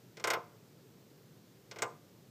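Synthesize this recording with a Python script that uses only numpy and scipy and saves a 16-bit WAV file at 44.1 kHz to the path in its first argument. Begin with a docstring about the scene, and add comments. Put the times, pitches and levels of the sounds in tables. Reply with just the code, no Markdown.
"""Pecks on a window pane

Two quick bursts of sharp taps indoors, most likely a small bird at the glass: light touches, then hard pecks.
Each peck sends bending waves through the pane (treble first, so they chirp downwards) and leaves it ringing.
One soft, dull knock follows the first burst. A wall throws the sounds back; the quiet room rumbles and hisses."""
import sys
import numpy as np
from scipy import signal
from scipy.fft import rfft, irfft
from scipy.io import wavfile

SR = 44100
rng = np.random.default_rng(int(sys.argv[2]) if len(sys.argv) > 2 else 0)


def write(x):
    x = np.atleast_2d(x).T
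    wavfile.write(sys.argv[1], SR, np.round(np.clip(x, -1, 1) * 32767).astype(np.int16))


N = 101430
RING_T = np.arange(int(0.48 * SR)) / SR   # time since a blow, s


def from_db(db):
    """Turn decibels into an amplitude factor."""
    return 10 ** (np.asarray(db) / 20)


def at_hz(points, hz):
    """Read a table on a log-frequency axis."""
    f, value = np.transpose(points)
    return np.interp(np.log(np.maximum(hz, 1)), np.log(f), value)


def bins(size):
    """Frequencies of a real spectrum, in Hz."""
    return np.arange(size // 2 + 1) * SR / size


def noise(density, size):
    """Random-phase noise of the given amplitude per root Hz."""
    phases = np.exp(2j * np.pi * rng.random(size // 2 + 1))
    return irfft(density * phases, size) * np.sqrt(size * SR / 2)


def low_pass(x, hz):
    """Roll off the treble at 12 dB per octave."""
    return signal.sosfilt(signal.butter(2, min(hz, SR / 2 - 1), fs=SR, output="sos"), x)


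def add(out, s, sound):
    """Mix a sound in at a time in seconds."""
    i = int(s * SR)
    out[i:i + len(sound)] += sound[:len(out) - i]


# The pecks in order: [t/s, then level/dB in each contact register: thud, ring, clack, crack, snap, tick, top]
PECK_HITS = [(0.1706, -8, -26.5, -18, -14, -24, -27, -24), (0.198, -11, -21.5, -20, -16, -19.5, -24, -24),
             (.2408, 4, 0.5, -1, 2.5, -1.5, -3.5, -7), (0.2736, 4, 0, -1, -4.5, -1, 2, 0),
             (0.303, 1.5, 3, 2, 3.5, 1, 1.5, 4), (.335, 0.5, 0, -1, -3, -12, -1, 4),
             (1.7125, -11, -20, -17.5, -8.5, -16.5, -31, -20),
             (1.7603, -6.5, -20, -17.5, -18.5, -26, -26, -21),
             (1.7868, -6.5, -17, -14, -13, -14.5, -24, -14), (1.821, 5, 1, -2, -2, 6.5, -14.5, 4)]


def pecks():
    """Every peck strikes nearly the same spot of the same pane, with its own force and hardness."""
    out = np.zeros(N)
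    waves = bending_waves()
    for (s, *register_db), ring in zip(PECK_HITS, dense_rings()):
        tap = waves + ring + strong_modes()
        add(out, s, contact(tap, register_db))
    return out


# Centres of the contact registers, thud to top: [f/Hz]
REGISTER_HZ = [400, 1100, 2300, 5000, 7800, 12000, 14000]


def contact(sound, register_db):
    """Force and hardness of the beak's contact colour the tap; minimum phase, so nothing sounds early."""
    size = len(sound)
    gain_db = at_hz(list(zip(REGISTER_HZ, register_db)), bins(size))
    log_gain = np.log(from_db(gain_db))
    # folding the cepstrum onto positive times gives the minimum phase
    cepstrum = irfft(log_gain, size) * (1 + np.sign(np.fft.fftfreq(size)))
    return irfft(rfft(sound) * np.exp(rfft(cepstrum)), size)


# Routes of the bending waves, direct and back from the frame: [distance/m, level/dB before losses on the way]
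WAVE_PATHS = [(.15, -2), (1.2, -2.5), (3.2, 1.5), (4.4, -13)]
# Colour of what the waves radiate, before the contact: [f/Hz, level/dB]
WAVE_RADIATION = [(120, -63.5), (430, -47), (780, -46), (1080, -81.5), (1600, -52), (2150, -46),
                  (2600, -58.5), (3400, -56), (5500, -52), (8500, -59.5), (10200, -72.5), (12500, -62),
                  (15000, -76)]
# Time the glass takes to lose 60 dB, for the waves and the dense modes: [f/Hz, t60/s]
GLASS_DECAY = [(150, 0.26), (400, 0.19), (1100, 0.22), (2200, 0.1), (4500, 0.065), (8000, 0.044),
               (14000, 0.067)]
WAVE_M_PER_S_AT_1K = 338   # speed at which the wave's energy travels


def bending_waves():
    """The first click and its returns from the frame; wave speed grows with the root of frequency."""
    f = bins(len(RING_T)) + 1   # 1 Hz up, to avoid a zero speed
    speed = WAVE_M_PER_S_AT_1K * np.sqrt(f / 1000)
    t60 = at_hz(GLASS_DECAY, f)
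    waves = 0
    for metres, db in WAVE_PATHS:
        travel_s = metres / speed
        # twice the usual phase: at root-of-frequency speed this delays each band by travel_s
        waves = waves + from_db(db - 60 * travel_s / t60) * np.exp(-4j * np.pi * f * travel_s)
    spectrum = waves * from_db(at_hz(WAVE_RADIATION, f))
    clicks = irfft(spectrum, len(RING_T)) * np.sqrt(SR / 2)
    return clicks * (RING_T < RING_T[-1] / 2)   # drop what wraps round to the end


# Strongest modes of the pane, before strike variation and contact: [f/Hz, level/dB, t60/s]
CLEAR_TONES = [(338.5, -49, 0.27), (437, -40.5, 0.16), (468.3, -41, .22), (517, -52.5, 0.28),
               (576.6, -49.5, 0.37), (627.5, -49, 0.3), (685.7, -41.5, .16), (712, -47, .4),
               (878.4, -42.5, 0.22), (972, -45, 0.24), (1035.7, -37.5, .17), (1090, -38, 0.17),
               (1092.5, -38.5, 0.22), (1206, -42, 0.23), (1374, -48, 0.21), (1439, -38, 0.14),
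               (1510, -41, 0.17), (1550, -45.5, 0.1), (1976, -37.5, .07), (2114, -40.5, 0.16),
               (2276, -31.5, 0.053), (2520, -65, 0.064), (2844, -47.5, 0.072), (5535, -38, 0.032)]


def strong_modes():
    """The clear tones of the pane are decaying sines, struck a little differently each time."""
    variation_db = rng.normal(0, 0.5, len(CLEAR_TONES))
    out = np.zeros(len(RING_T))
    for k, (hz, db, t60) in enumerate(CLEAR_TONES):
        envelope = from_db(db + variation_db[k] - 60 * RING_T / t60)
        out += (-1) ** k * envelope * np.sin(2 * np.pi * hz * RING_T)   # polarity alternates
    return out


# Dense modes between the clear tones, before build-up and contact: [f/Hz, level/dB per Hz]
DENSE_COLOUR = [(100, -71), (260, -78), (400, -67.5), (800, -69.5), (1400, -62.5), (1780, -70.5),
                (2200, -66.5), (3100, -69), (4000, -74), (5400, -70.5), (6300, -70.5), (8600, -70.5),
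                (10200, -89), (12300, -81), (15000, -88)]
MODE_SPACING_HZ = 24
SAME_SPOT = 0.8   # share of the ringing's energy that all pecks have in common
BUILD_S_AT_1K = 0.005   # time constant of the build-up, shorter in the treble


def dense_rings():
    """A plate's crowd of nearly evenly spaced modes builds up and dies away; one row of ringing per peck."""
    slots = np.arange(4, 16000 // MODE_SPACING_HZ)
    hz = (slots + rng.uniform(-0.4, 0.4, len(slots))) * MODE_SPACING_HZ
    common = np.sqrt(SAME_SPOT) * rng.choice([-1, 1], len(hz))
    own = np.sqrt(1 - SAME_SPOT) * rng.standard_normal((len(PECK_HITS), len(hz)))
    strengths = (common + own) * from_db(at_hz(DENSE_COLOUR, hz)) * np.sqrt(2 * MODE_SPACING_HZ)
    t = RING_T.astype(np.float32)
    turn = np.float32(2 * np.pi * hz)[:, None]
    loss = np.float32(np.log(1000) / at_hz(GLASS_DECAY, hz))[:, None]
    build = np.float32(hz / 1000 / BUILD_S_AT_1K)[:, None]
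    # exponents stop at 30, far below hearing
    decay = np.exp(-np.minimum(loss * t, 30))
    rise = 1 - np.exp(-np.minimum(build * t, 30))
    modes = np.sin(turn * t) * decay * rise
    return np.float32(strengths) @ modes


KNOCK_S, KNOCK_HZ, KNOCK_DB, KNOCK_RISE_S = 0.372, 495, -35.5, 0.0024   # level at the envelope's peak


def knock():
    """A soft push: a few low sine cycles swell and fade, with no crack."""
    out = np.zeros(N)
    age = RING_T / KNOCK_RISE_S
    envelope = from_db(KNOCK_DB) * age * np.exp(1 - age)
    add(out, KNOCK_S, envelope * np.sin(2 * np.pi * KNOCK_HZ * RING_T))
    return out


# levels are before each low-pass
WALL_ECHO_S, WALL_ECHO_DB, WALL_CUT_HZ = 0.0076, -9, 2760
ROOM_DB, ROOM_T60_S, ROOM_CUT_HZ = -19, 0.7, 1260
ROOM_TREBLE_DB, ROOM_TREBLE_T60_S, ROOM_TREBLE_CUT_HZ = -18, 0.35, 7400


def room(x):
    """One near wall echoes, then a tail follows whose treble dies first."""
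    out = x.copy()
    echo = from_db(WALL_ECHO_DB) * low_pass(x, WALL_CUT_HZ)
    long_tail = low_pass(room_tail(x, ROOM_DB, ROOM_T60_S), ROOM_CUT_HZ)
    bright_tail = low_pass(room_tail(x, ROOM_TREBLE_DB, ROOM_TREBLE_T60_S), ROOM_TREBLE_CUT_HZ)
    for reflection in (echo, long_tail, bright_tail):
        add(out, WALL_ECHO_S, reflection)
    return out


def room_tail(x, level_db, t60):
    """Diffuse reflections die away like fading noise of unit energy, scaled to the level."""
    tail = rng.standard_normal(len(RING_T)) * from_db(-60 * RING_T / t60)
    return from_db(level_db) * signal.fftconvolve(x, tail / np.linalg.norm(tail))


# Colour of the room background, before the trim: [f/Hz, level/dB per Hz]
ROOM_AIR = [(25, -104), (55, -99), (85, -96.5), (112, -80), (170, -83), (260, -89), (430, -88.5),
            (700, -100.5), (1100, -104), (2500, -108), (5000, -108), (7500, -111), (10000, -117),
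            (13000, -111), (15500, -112)]
AIR_TRIM_DB = -0.5


def background():
    """Steady low room rumble and faint hiss, as one shaped noise."""
    return noise(from_db(at_hz(ROOM_AIR, bins(N)) + AIR_TRIM_DB), N)


def scene():
    """Pecks and knock sound in the room, over its background."""
    return (room(pecks() + knock()) + background())[None]


LOW_CUT_HZ, TOP_CUT_HZ = 70, 15300


def record(dry):
    """The small microphone loses the deep bass; the top is cut steeply."""
    thin = signal.sosfilt(signal.butter(2, LOW_CUT_HZ, "high", fs=SR, output="sos"), dry)
    return signal.sosfilt(signal.ellip(10, 0.2, 70, TOP_CUT_HZ, fs=SR, output="sos"), thin)


dry = scene()
out = record(dry)
write(out)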